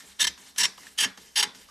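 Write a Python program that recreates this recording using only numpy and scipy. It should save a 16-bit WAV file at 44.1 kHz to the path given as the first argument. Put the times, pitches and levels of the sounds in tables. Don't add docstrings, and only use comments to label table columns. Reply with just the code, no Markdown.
import sys
import numpy as np
from scipy import signal
from scipy.io import wavfile

SR = 44100
rng = np.random.default_rng(int(sys.argv[2]) if len(sys.argv) > 2 else 0)


def persist_wave(psi):
    counts = np.round(np.clip(psi, -1, 1) * 32767).astype(np.int16)
    wavfile.write(sys.argv[1], SR, np.atleast_2d(counts).T)


N = 74970

# frequency_hz, relative_density_db (per Hz)
AIR_SPECTRUM = [(15, -38), (25, 13), (138, 3.5), (289, -7), (851, 2), (1400, -5), (2440, -7.5),
                (10100, -5.5), (13500, -25.5)]
# time_s, level_db
TABLE_LOAD = [(0, -64.5), (.05, -61), (.184, -71), (.216, -53), (.29, -51.5), (.37, -71.5), (.41, -58.5),
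              (.55, -71), (.62, -46.5), (.68, -51.5), (.77, -71.5), (.79, -57.5), (.97, -69.5),
              (1.02, -52.5), (1.07, -42), (1.155, -83), (1.185, -57), (1.33, -70.5), (1.41, -52.5),
              (1.475, -49.5), (1.52, -65), (1.57, -55), (1.7, -72)]
# frequency_hz, width_hz, relative_level_db
TABLE_MODES = [(197, 21, 6), (250.7, 42, 5.5), (388, 89, -3.5)]
# time_s, level_db
LEG_THUD = [(0, -99), (.11, -70), (.17, -82), (.24, -56), (.3, -57), (.4, -79), (1.03, -70), (1.15, -86),
            (1.19, -65), (1.26, -78), (1.7, -73)]
# time_s, level_db
SLIDE_LEVEL = [(0, -47), (.03, -53.5), (.12, -52), (.145, -59), (.365, -62.5), (.38, -57), (.47, -50),
               (.5, -53), (.53, -62), (.57, -57.5), (.77, -58.5), (.785, -52.5), (.87, -50), (.885, -49),
               (.9, -57.5), (.96, -60.5), (1.165, -63), (1.18, -54), (1.28, -56.5), (1.3, -60),
               (1.54, -64.5), (1.555, -52.5), (1.645, -55), (1.665, -60.5), (1.7, -57.5)]
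# frequency_hz, relative_density_db (per Hz)
SLIDE_SPECTRUM = [(781, -36), (1030, 17), (1550, -11.5), (1720, 9), (2520, -0.5), (4220, 4.5), (10200, 2.5),
                  (13500, -22)]
# frequency_hz, width_hz, then relative level_db in each of the four
BLADE_MODES = [(409.2, 15.4, -15, -17.5, -9.5, -15), (849, 19, -34, -15, -44, -12),
               (961, 38.4, -9.5, -3, -11, -18.5), (1745, 56, 0.5, 0, 0, -2), (2083, 53, -11, -6.5, -12, -4),
               (2845, 188, -6, -1, 0.5, 0), (3144, 133, 0, -1, 4, 0.5), (3647, 94, 0.5, -5.5, -8, -1.5),
               (4135, 143, -7, -4.5, -21, -8), (4800, 87, -30, -6, -0.5, 4), (5548, 82, -0.5, 2.5, 4, 1),
               (6180, 180, -8, -9, -7, -29), (6526, 160, -16, -17, -2, -3.5), (7190, 31, -7.5, -3, -6, -30),
               (7860, 68, -5, -2.5, -7.5, -9), (9330, 1070, -23.5, -18, -14.5, -20),
               (10480, 560, -21.5, -24, -18.5, -14.5)]
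# start_s, ring_db, pitch_hz, scrape_db, t60_s
TICKS = [(.005, -49.5, 1807, -56, 0.11), (.377, -60, 1010, -50, 0.15), (.561, -43, 3000, -41.5, 0.071),
         (.654, -20, 2130, -27.5, 0.036), (.778, -40.5, 2980, -54, 0.026), (.781, -45, 1040, -57, 0.05),
         (.833, -48.5, 1870, -51, 0.044), (0.868, -42.5, 1800, -44, 0.037),
         (1.175, -44.5, 890, -43.5, 0.064), (1.441, -20, 3060, -30, 0.0084), (1.474, -46, 3530, -77, 0.21),
         (1.548, -47.5, 1620, -48, 0.058), (1.688, -52, 1170, -64, 0.11)]
# low_hz, high_hz
SCRAPE_BAND = [970, 5950]
# time_s, level_db
SNIP_FORCE = [
    [(.188, -49), (.196, -26), (.208, -17), (.218, -14), (.224, -19), (.23, -12), (.236, -27), (.244, -16),
     (.252, -17), (.258, -44), (.2655, -75), (.269, -17.5), (.276, -17), (.284, -26), (.295, -65)],
    [(.572, -54.5), (.584, -19), (.591, -21.5), (.597, -22), (.61, -16), (.623, -19.5), (.629, -27.5),
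     (.634, -12.5), (.642, -15), (.649, -18.5), (.655, -14.5), (.66, -25), (.672, -47)],
    [(.974, -50), (.978, -34.5), (.988, -20.5), (.998, -23), (1.012, -17.5), (1.018, -23), (1.031, -20.5),
     (1.036, -20), (1.048, -19.5), (1.06, -35.5), (1.09, -58), (1.105, -50)],
    [(1.353, -57), (1.359, -22.5), (1.376, -17.5), (1.385, -20), (1.398, -19.5), (1.403, -19.5),
     (1.408, -20), (1.413, -25), (1.422, -41), (1.428, -17.5), (1.436, -22.5), (1.44, -24), (1.445, -37),
     (1.46, -50)],
]
# frequency_hz, relative_density_db (per Hz)
CRACKLE_SPECTRUM = [(600, -35), (953, -7), (1250, -18.5), (1730, 9), (2310, -19), (2950, 4), (5660, -2.5),
                    (10900, -20), (12500, -29), (15500, -36)]
# time_s, treble_db (above 7 kHz), handle_db (0.65-1.3 kHz)
STROKE_COLOUR = [(.19, 5, 4), (.21, 7.5, -9), (.25, 3.5, 1.5), (.275, 2, -2.5), (.58, 13, -0.5),
                 (.62, 4.5, -5), (.655, 0.5, -4.5), (.98, 3, 1), (1.01, 6, 1.5), (1.05, 0.5, 8),
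                 (1.36, 1.5, -1), (1.41, 6, 8.5), (1.44, 3.5, 15)]
# frequency_hz, t60_s
ROOM_DECAY = [(300, 0.23), (1000, 0.42), (2000, 0.27), (4000, 0.3), (9000, 0.2)]

AIR_DB = -68.5
THUD_HZ, THUD_WIDTH_HZ = 66.5, 8.6
SLIDE_BLADE_DB, SLIDE_PATCHY_DB = -7.5, 2.5
THREADS_PER_S, THREAD_SPREAD_DB = 4000, 3.5
OWN_SHARE = 0.69
MODE_WANDER_DB, MODE_WANDER_HZ = 2.6, 50
RING_WIDTH_HZ_S = 7
BLADE_DB, CRACKLE_DB = -4.5, -10.5
ROOM_DB, ROOM_GAP_S = -11.5, 0.007
RING_TO_ROOM_DB = -18
SIDE_LEAN = -0.09
SIDE_ROOM_DB, SIDE_AIR_DB = -5, 7.5
SIDE_LOW_HZ, SIDE_HIGH_HZ = 155, 2760
CUTOFF_HZ = 15800


def amp(db):
    return 10 ** (np.asarray(db) / 20)


def rms_one(x):
    return x / np.sqrt(np.mean(x ** 2) + 1e-20)


def in_time(rows):
    time_s, *columns = np.transpose(rows)
    return [np.interp(np.arange(N) / SR, time_s, column) for column in columns]


def bandpass(x, order, edges_hz):
    return signal.sosfilt(signal.butter(order, edges_hz, "band", fs=SR, output="sos"), x)


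def drift(hz):
    r = np.exp(-2 * np.pi * hz / SR)
    noise = rng.standard_normal(N + SR)
    settled = signal.lfilter([1], [1, -2 * r, r * r], noise)[SR:]
    return rms_one(settled)


def resonance(x, hz, width_hz):
    r = np.exp(-np.pi * width_hz / SR)
    zeros = [(1 - r * r) / 2, 0, (r * r - 1) / 2]
    poles = [1, -2 * r * np.cos(2 * np.pi * hz / SR), r * r]
    return signal.lfilter(zeros, poles, x + 1e-18)


def grains(per_s, spread_db):
    size_db = spread_db * np.minimum(rng.exponential(1, N), 3.5)
    sizes = amp(size_db) * rng.choice([-1, 1], N)
    return rms_one(sizes * (rng.random(N) < per_s / SR))


def banded(sources, spectrum, patchy_db):
    out = 0
    edges = 25 * 2 ** np.arange(0, 9.6, .5)
    spectrum_hz, spectrum_db = np.transpose(spectrum)
    for k, (low, high) in enumerate(zip(edges, edges[1:])):
        log_centre = np.log(low * high) / 2
        level_db = np.interp(log_centre, np.log(spectrum_hz), spectrum_db, left=-70)
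        band = bandpass(sources[k % 2], 2, [low, high])
        out = out + amp(level_db + patchy_db * drift(19.0)) * band
    return rms_one(out)


def air():
    return [amp(AIR_DB) * banded(rng.standard_normal((2, N)), AIR_SPECTRUM, patchy_db=2.5)
            for _ in range(2)]


def table():
    push = grains(2000, spread_db=3.5)
    top = rms_one(sum(amp(db) * resonance(push, hz, width) for hz, width, db in TABLE_MODES))
    legs = resonance(push, THUD_HZ, THUD_WIDTH_HZ)
    legs = rms_one(resonance(legs, THUD_HZ, THUD_WIDTH_HZ))
    return amp(in_time(TABLE_LOAD)[0]) * top + amp(in_time(LEG_THUD)[0]) * legs


def blades(drive):
    common = grains(THREADS_PER_S, THREAD_SPREAD_DB)
    stroke = np.searchsorted([rows[0][0] for rows in SNIP_FORCE[1:]], np.arange(N) / SR)
    out, power = 0, 0
    for k, (hz, width_hz, *stroke_db) in enumerate(BLADE_MODES):
        own = np.roll(common, 997 * (k + 1))
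        snaps = np.sqrt(1 - OWN_SHARE) * common + np.sqrt(OWN_SHARE) * own
        level_db = np.array(stroke_db)[stroke] + MODE_WANDER_DB * drift(MODE_WANDER_HZ)
        hits = (-1) ** k * drive * snaps * amp(level_db)
        out = out + resonance(hits, hz, width_hz)
        power += np.pi / SR * width_hz * amp(2 * np.mean(stroke_db))
    return out / np.sqrt(power)


def slide():
    gain = amp(in_time(SLIDE_LEVEL)[0])
    rubbing = gain * banded(rng.standard_normal((2, N)), SLIDE_SPECTRUM, SLIDE_PATCHY_DB)
    return rubbing + amp(SLIDE_BLADE_DB) * blades(gain)


def ticks():
    ring, scrape_gain = np.zeros(N), np.zeros(N)
    noise = rng.standard_normal(N)
    for start_s, ring_db, pitch_hz, scrape_db, t60_s in TICKS:
        first = int(start_s * SR)
        fall = amp(-60 * np.arange(N - first) / SR / t60_s)
        tone = rms_one(resonance(noise, pitch_hz, RING_WIDTH_HZ_S / t60_s))
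        ring[first:] += amp(ring_db) * fall * tone[first:]
        scrape_gain[first:] += amp(scrape_db) * fall
    scrape = rms_one(bandpass(rng.standard_normal(N), 2, SCRAPE_BAND))
    return ring + scrape_gain * scrape + blades(scrape_gain) / 2


def snips():
    t, force = np.arange(N) / SR, 0
    for rows in SNIP_FORCE:
        closing = (t >= rows[0][0]) * (t <= rows[-1][0])
        force = force + amp(in_time(rows)[0]) * closing
    threads = [grains(THREADS_PER_S, THREAD_SPREAD_DB) for _ in range(2)]
    crackle = amp(CRACKLE_DB) * force * banded(threads, CRACKLE_SPECTRUM, patchy_db=2.5)
    ring = amp(BLADE_DB) * blades(force)
    return coloured(np.array([ring, crackle]))


def coloured(cut):
    treble_db, handle_db = in_time(STROKE_COLOUR)
    treble = signal.sosfilt(signal.butter(2, 7000, "high", fs=SR, output="sos"), cut)
    handle = bandpass(cut, 1, [650, 1300])
    return cut + (amp(treble_db) - 1) * treble + (amp(handle_db) - 1) * handle


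def room(x):
    t, echoes = np.arange(SR // 2) / SR, 0
    decay_hz, decay_t60 = np.transpose(ROOM_DECAY)
    for hz in 125 * 2. ** np.arange(8):
        edges = [hz / np.sqrt(2), min(hz * np.sqrt(2), .45 * SR)]
        band = bandpass(rng.standard_normal((2, len(t))), 2, edges)
        t60_s = np.interp(np.log(hz), np.log(decay_hz), decay_t60)
        echoes = echoes + band * amp(-60 * t / t60_s) * (t > ROOM_GAP_S)
    response = rms_one(echoes) / np.sqrt(len(t))
    return amp(ROOM_DB) * signal.fftconvolve(x[None], response, axes=1)[:, :N]


def scene():
    ring, crackle = snips()
    steel = ring + ticks()
    rest = crackle + slide() + table()
    work = steel + rest
    front, sides = room(amp(RING_TO_ROOM_DB) * steel + rest)
    air_mid, air_side = air()
    side = SIDE_LEAN * work + amp(SIDE_ROOM_DB) * sides + amp(SIDE_AIR_DB) * air_side
    side = signal.sosfiltfilt(signal.butter(4, SIDE_HIGH_HZ, fs=SR, output="sos"), side)
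    side = signal.sosfiltfilt(signal.butter(1, SIDE_LOW_HZ, "high", fs=SR, output="sos"), side)
    return work + front + air_mid + side * [[1], [-1]]


def record(dry):
    return signal.sosfilt(signal.cheby2(12, 70, CUTOFF_HZ, fs=SR, output="sos"), dry)


dry = scene()
out = record(dry)
persist_wave(out)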